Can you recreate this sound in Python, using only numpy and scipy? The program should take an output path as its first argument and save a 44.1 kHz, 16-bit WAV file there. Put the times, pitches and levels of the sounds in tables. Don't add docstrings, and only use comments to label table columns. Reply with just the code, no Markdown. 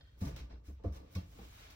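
import sys
import numpy as np
from scipy import signal
from scipy.io import wavfile

SR = 44100
rng = np.random.default_rng(int(sys.argv[2]) if len(sys.argv) > 2 else 0)


def store_pcm(level_fs):
    pcm = np.round(np.clip(level_fs, -1, 1) * 32767).astype(np.int16)
    wavfile.write(sys.argv[1], SR, np.atleast_2d(pcm).T)


N = 77175
T = np.arange(N) / SR
DROPLETS_PER_S, DROPLET_SPREAD_DB = 3500, 8


def from_db(db):
    return 10 ** (np.asarray(db) / 20)


def unit_rms(x):
    return x / np.sqrt(np.mean(x ** 2) + 1e-20)


def level(curve):
    return from_db(np.interp(T, *np.transpose(curve)))


def at_hz(points, hz):
    freqs, values = np.transpose(points)
    return np.interp(np.log(hz), np.log(freqs), values)


def burst(start_s, rise_s, hold_s, fade_db_per_s):
    age = T - start_s
    attack = np.clip(age / max(rise_s, 1e-4), 0, 1)
    return attack * from_db(-fade_db_per_s * np.maximum(age - rise_s - hold_s, 0))


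def clicks(per_s):
    sizes = from_db(DROPLET_SPREAD_DB * np.minimum(rng.exponential(1, N), 4))
    signs = rng.choice([-1, 1], N)
    return unit_rms(sizes * signs * (rng.random(N) < per_s / SR))


# frequency in Hz, side minus mid in dB.
WIDTH_DB = [(40, -49), (85, -20.5), (170, -11), (350, -7.5), (700, 5.5), (1500, -1), (3000, 2.84),
            (6000, 0), (7500, 5.5), (9000, 32), (11000, 29), (13000, 10.5), (15000, -6.5)]

def stereo(mid, side, hz):
    width = from_db(at_hz(WIDTH_DB, hz))
    return (mid + width * side * np.array([[1], [-1]])) / np.sqrt(1 + width ** 2)


def noise_bands(spectrum, click_share):
    edges = 1000 * 2 ** (np.arange(-17, 14) / 3)
    centres = np.sqrt(edges[1:] * edges[:-1])
    feeds = np.array([np.sqrt(1 - click_share) * rng.standard_normal(N)
                      + np.sqrt(click_share) * clicks(DROPLETS_PER_S) for _ in range(4)])
    run_in = SR // 4
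    pairs = np.concatenate([feeds[:, -run_in:], feeds], axis=-1).reshape(2, 2, -1)
    bands = []
    for k, hz in enumerate(centres):
        bandpass = signal.butter(5, edges[k:k + 2], "band", fs=SR, output="sos")
        mid, side = signal.sosfilt(bandpass, pairs[k % 2])[:, run_in:]
        bands.append(from_db(at_hz(spectrum, hz)) * stereo(mid, side, hz))
    bands = np.array(bands)
    return centres, bands / bands.sum(0).std()


def noise(spectrum, click_share):
    _, bands = noise_bands(spectrum, click_share)
    return bands.sum(0)


def patter(modes, force, drops_per_s):
    out = 0
    for hz, db, t60_s in modes:
        radius, angle = from_db(-60 / (t60_s * SR)), 2 * np.pi * hz / SR
        gain = np.sqrt(2 * (1 - radius ** 2)) * np.sin(angle)
        drops = [force * clicks(drops_per_s) + 1e-18 for _ in range(2)]
        mid, side = signal.lfilter([0, gain], [1, -2 * radius * np.cos(angle), radius ** 2], drops)
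        out += from_db(db) * stereo(mid, side, hz)
    return out / np.linalg.norm(from_db([db for _, db, _ in modes]))


# frequency in Hz, relative density in dB.
RUMBLE_SPECTRUM = [(20, -21), (35, -15), (55, -1), (75, -10), (110, -13.5), (200, -30.5), (500, -42),
                   (1500, -52), (15000, -67.5)]

def rumble():
    return from_db(-57.5) * noise(RUMBLE_SPECTRUM, click_share=0)


# frequency in Hz, relative level in dB, t60 in seconds.
DRAIN_MODES = [(608, -4, 0.018), (1527, -5.5, 0.024), (1830, -3.5, 0.024), (3237, -3, 0.088),
               (3650, -5, 0.038), (4260, -14.5, 0.039), (4300, -6.5, 0.02), (4990, -11, 0.082)]

def drain():
    tick = from_db(-59) * burst(0.008, 0, 0, fade_db_per_s=60 / 0.028)
    dribble = from_db(-72.5) * burst(0, 0, hold_s=0.074, fade_db_per_s=103)
    return patter(DRAIN_MODES, tick + dribble, DROPLETS_PER_S)


# time in seconds, level in dB.
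JET_LEVELS = [(0, -82.5), (.8, -94), (1.1, -79), (1.27, -73.5), (1.33, -66.5), (1.4, -65.5), (1.5, -65.5),
              (1.6, -63), (1.75, -71)]
# frequency in Hz, relative density in dB.
JET_SPECTRUM = [(300, -12), (1000, -5), (2500, -2), (5000, -2), (7000, -1.5), (9300, .5), (12000, -3.5),
                (15500, -4)]

def jet():
    return level(JET_LEVELS) * noise(JET_SPECTRUM, click_share=0.45)


# time in seconds, level in dB.
SPLASH_LEVELS = [(0, -77), (.17, -78.5), (.4, -61.5), (.54, -84), (.62, -89), (.78, -78), (.92, -79.5),
                 (1.05, -74), (1.2, -65.5), (1.29, -74), (1.43, -62), (1.49, -66), (1.64, -59), (1.75, -64)]
# frequency in Hz, relative density in dB.
SPLASH_SPECTRUM = [(300, -4), (700, 2.5), (1700, 0.5), (2500, 1), (3300, -1), (4200, -0.5), (5000, -11.5),
                   (6500, -3.5), (10000, -55), (15500, -38)]

def splash():
    return level(SPLASH_LEVELS) * noise(SPLASH_SPECTRUM, click_share=0.2)


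# start in seconds, level in dB, pitch in Hz, t60 in seconds.
BUBBLES = [(0.227, -37.5, 253, 0.14), (.684, -55, 309.5, 0.12), (.700, -50, 203, 0.076),
           (.844, -31.5, 491, 0.021), (.846, -46, 678.5, 0.12), (.848, -60.5, 1153, 0.12),
           (.851, -37, 294, 0.11), (1.156, -51.5, 1115, 0.046), (1.386, -58, 479, 0.19),
           (1.389, -56, 792, 0.069), (1.588, -60, 3820, 0.029)]
GULP_RISE_S = 0.0054

def gulps():
    out = 0
    for start, db, hz, t60 in BUBBLES:
        envelope = from_db(db) * burst(start, GULP_RISE_S, 0, 60 / t60)
        out += envelope * np.sin(2 * np.pi * hz * (T - start))
    return out


# start in seconds, level in dB, starting pitch in Hz, hold in seconds,
# t60 in seconds, relative overtone level in dB, basin shudder in dB.
SLUGS = [(0.215, -31, 93, 0.013, 0.078, -2, -47), (0.261, -36, 67, 0.013, 0.16, -2.5, -48.5),
         (0.328, -42.5, 59, 0.016, .12, -3, -76), (0.406, -39.5, 59.5, 0.038, 0.27, -16.5, -60.5),
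         (0.525, -47.5, 58.8, 0.023, 0.079, -13, -60.5), (0.679, -43.5, 70.6, 0.064, 0.22, -25.5, -62.5),
         (0.859, -28, 87.15, 0.013, 0.05, -26, -48.5), (0.888, -36.5, 65.8, 0.023, 0.19, -18, -81),
         (0.96, -41, 64.7, 0.013, 0.061, -18, -56), (1.024, -52.5, 61.7, 0.016, 0.053, -37, -62),
         (1.155, -32.5, 91.1, 0.031, 0.09, -7.5, -49), (1.228, -46.5, 83.6, 0.016, .3, -17, -78.5),
         (1.381, -56, 87.6, 0.0077, 0.092, 2.5, -55.5)]
JOLT_RISE_S = 0.0044

def pipes():
    rest_hz, settle_s, overtone_ratio = 59, 0.25, 2.1
    ring_db, ring_t60_s = -16, 0.63
    out = 0
    for start, db, hz, hold, t60, overtone_db, _ in SLUGS:
        pitch_hz = rest_hz + (hz - rest_hz) * np.exp(-np.maximum(T - start, 0) / settle_s)
        phase = 2 * np.pi * np.cumsum(pitch_hz * (T >= start)) / SR
        tone = np.sin(phase) + from_db(overtone_db) * np.sin(overtone_ratio * phase)
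        thump = burst(start, JOLT_RISE_S, hold, 60 / t60)
        ring = from_db(ring_db) * burst(start, JOLT_RISE_S, hold, 60 / ring_t60_s)
        out -= from_db(db) * np.maximum(thump, ring) * tone
    return out


# frequency in Hz, relative level in dB, t60 in seconds.
BASIN_MODES = [(129.6, -0.5, 0.047), (189.8, -3.5, 0.35), (226.2, -0.5, .12), (289.8, 3.5, 0.082),
               (334, -4.5, 0.12), (446, 0, 0.043), (528, -0.5, 0.03), (564, -6, 0.1), (676.6, -3.5, 0.063),
               (897, -4.5, 0.029), (1058, -11.5, 0.034), (1175, -6, 0.064)]
# time in seconds, level in dB.
DRUMMING_LEVELS = [(0, -68.5), (.09, -86.5), (.17, -72.5), (.3, -55.5), (.4, -63), (.48, -66), (.54, -69.5),
                   (.64, -72.5), (.72, -103.5), (.8, -64.5), (.9, -59), (1.0, -60.5), (1.12, -66.5),
                   (1.22, -61.5), (1.3, -71), (1.43, -56.5), (1.5, -73.5), (1.75, -69)]

def basin():
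    splutter_db, lowpass_hz = -9, 1840
    jolts = sum(from_db(shudder_db) * burst(start, JOLT_RISE_S, hold / 2, fade_db_per_s=345.5)
                for start, _, _, hold, _, _, shudder_db in SLUGS)
    splutter = sum(from_db(db + splutter_db) * burst(start - GULP_RISE_S, GULP_RISE_S, 0, 60 / t60)
                   for start, db, _, t60 in BUBBLES)
    force = np.sqrt(level(DRUMMING_LEVELS) ** 2 + jolts ** 2 + splutter ** 2)
    ring = patter(BASIN_MODES, force, drops_per_s=1500)
    return signal.sosfilt(signal.butter(2, lowpass_hz, fs=SR, output="sos"), ring)


# delay in seconds, gain in dB.
WALL_ECHOES = [(.0013, -25.5), (.0029, -20), (.0047, -13.5)]

def sink_walls(water):
    echoes = 0
    for delay, db in WALL_ECHOES:
        delayed = np.array([np.interp(T - delay, T, channel, left=0) for channel in water])
        echoes += from_db(db) * delayed
    return water + echoes


# frequency in Hz, relative density in dB.
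SPRAY_SPECTRUM = [(300, 6), (1000, -2), (1800, -0.5), (2700, -3.5), (4200, -8.5), (5600, -3), (7200, -7.5),
                  (9000, -5), (12500, -9), (15500, -10)]
# frequency in Hz, relative level in dB, t60 in seconds.
SPOUT_MODES = [(1491, -6, 0.15), (1790, -12, 0.018), (2234, 1, .05), (2543, -2, 0.029), (2730, -3.5, 0.14),
               (3253, -3, 0.09), (3670, 2.5, 0.01), (4094, 0.5, 0.043), (4030, -13, 0.099),
               (4403, -1, 0.019), (4990, 1, 0.035), (5460, -11, 0.047), (5555, 0, 0.011),
               (6500, -17.5, 0.018)]
# start in seconds, level in dB, rise in seconds, hold in seconds,
# fade in dB per second, tilt in dB per octave, opening spit gain in dB, spout ring in dB.
AIR_BURSTS = [(0.165, -73.5, 0.036, 0.0087, 244, 7, -6, -75),
              (0.205, -55, 0.006, 0.012, 221, 0, -7.5, -63.5),
              (.248, -57, 0.0068, 0.034, 216, -1, 8.5, -66.5),
              (0.362, -58, 0.0006, 0.027, 268, -1.5, 7.5, -60.5),
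              (0.493, -71.5, 0.0036, 0.024, 215, -8.5, -11, -69.5),
              (0.634, -64, 0.041, 0.0082, 231.5, 0.9, 5, -73.5),
              (0.836, -66, 0.00096, 0.019, 155, -3.5, -1, -74),
              (0.919, -65, 0.0044, 0.018, 235, 0.5, -10, -78),
              (0.945, -66, 0.0033, 0.022, 287, -0.2, -4, -68), (1.105, -70, 0.016, 0.02, 193, 5.5, 8, -79),
              (1.149, -57.5, 0.0036, 0.0095, 285, 0.5, 8.5, -55.5),
              (1.44, -70, 0.0049, .008, 407, 0, 2, -86), (1.7, -65.5, 0.0038, 0.018, 400, 2.5, 10, -69)]

def spurts():
    spit_settle_s, tilt_floor_hz, tilt_pivot_hz = 0.0063, 1000, 4000
    centres_hz, bands = noise_bands(SPRAY_SPECTRUM, click_share=0.57)
    octaves = np.log2(np.maximum(centres_hz, tilt_floor_hz) / tilt_pivot_hz)
    band_gains, spout_force = 0, 0
    for start, db, rise, hold, fade, tilt, spit_db, ring_db in AIR_BURSTS:
        spit = from_db(spit_db * np.exp(-np.maximum(T - start, 0) / spit_settle_s))
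        envelope = burst(start, rise, hold, fade) * spit
        band_gains += np.outer(from_db(db + tilt * octaves), envelope)
        spout_force += from_db(ring_db) * envelope
    spray = (bands * band_gains[:, None]).sum(0)
    return spray + patter(SPOUT_MODES, spout_force, DROPLETS_PER_S)


def scene():
    flow = jet() + splash()
    return rumble() + sink_walls(flow + spurts()) + pipes() + gulps() + basin() + drain()


def record(dry):
    return signal.sosfilt(signal.ellip(10, 0.2, 70, 15800, fs=SR, output="sos"), dry)


dry = scene()
out = record(dry)
store_pcm(out)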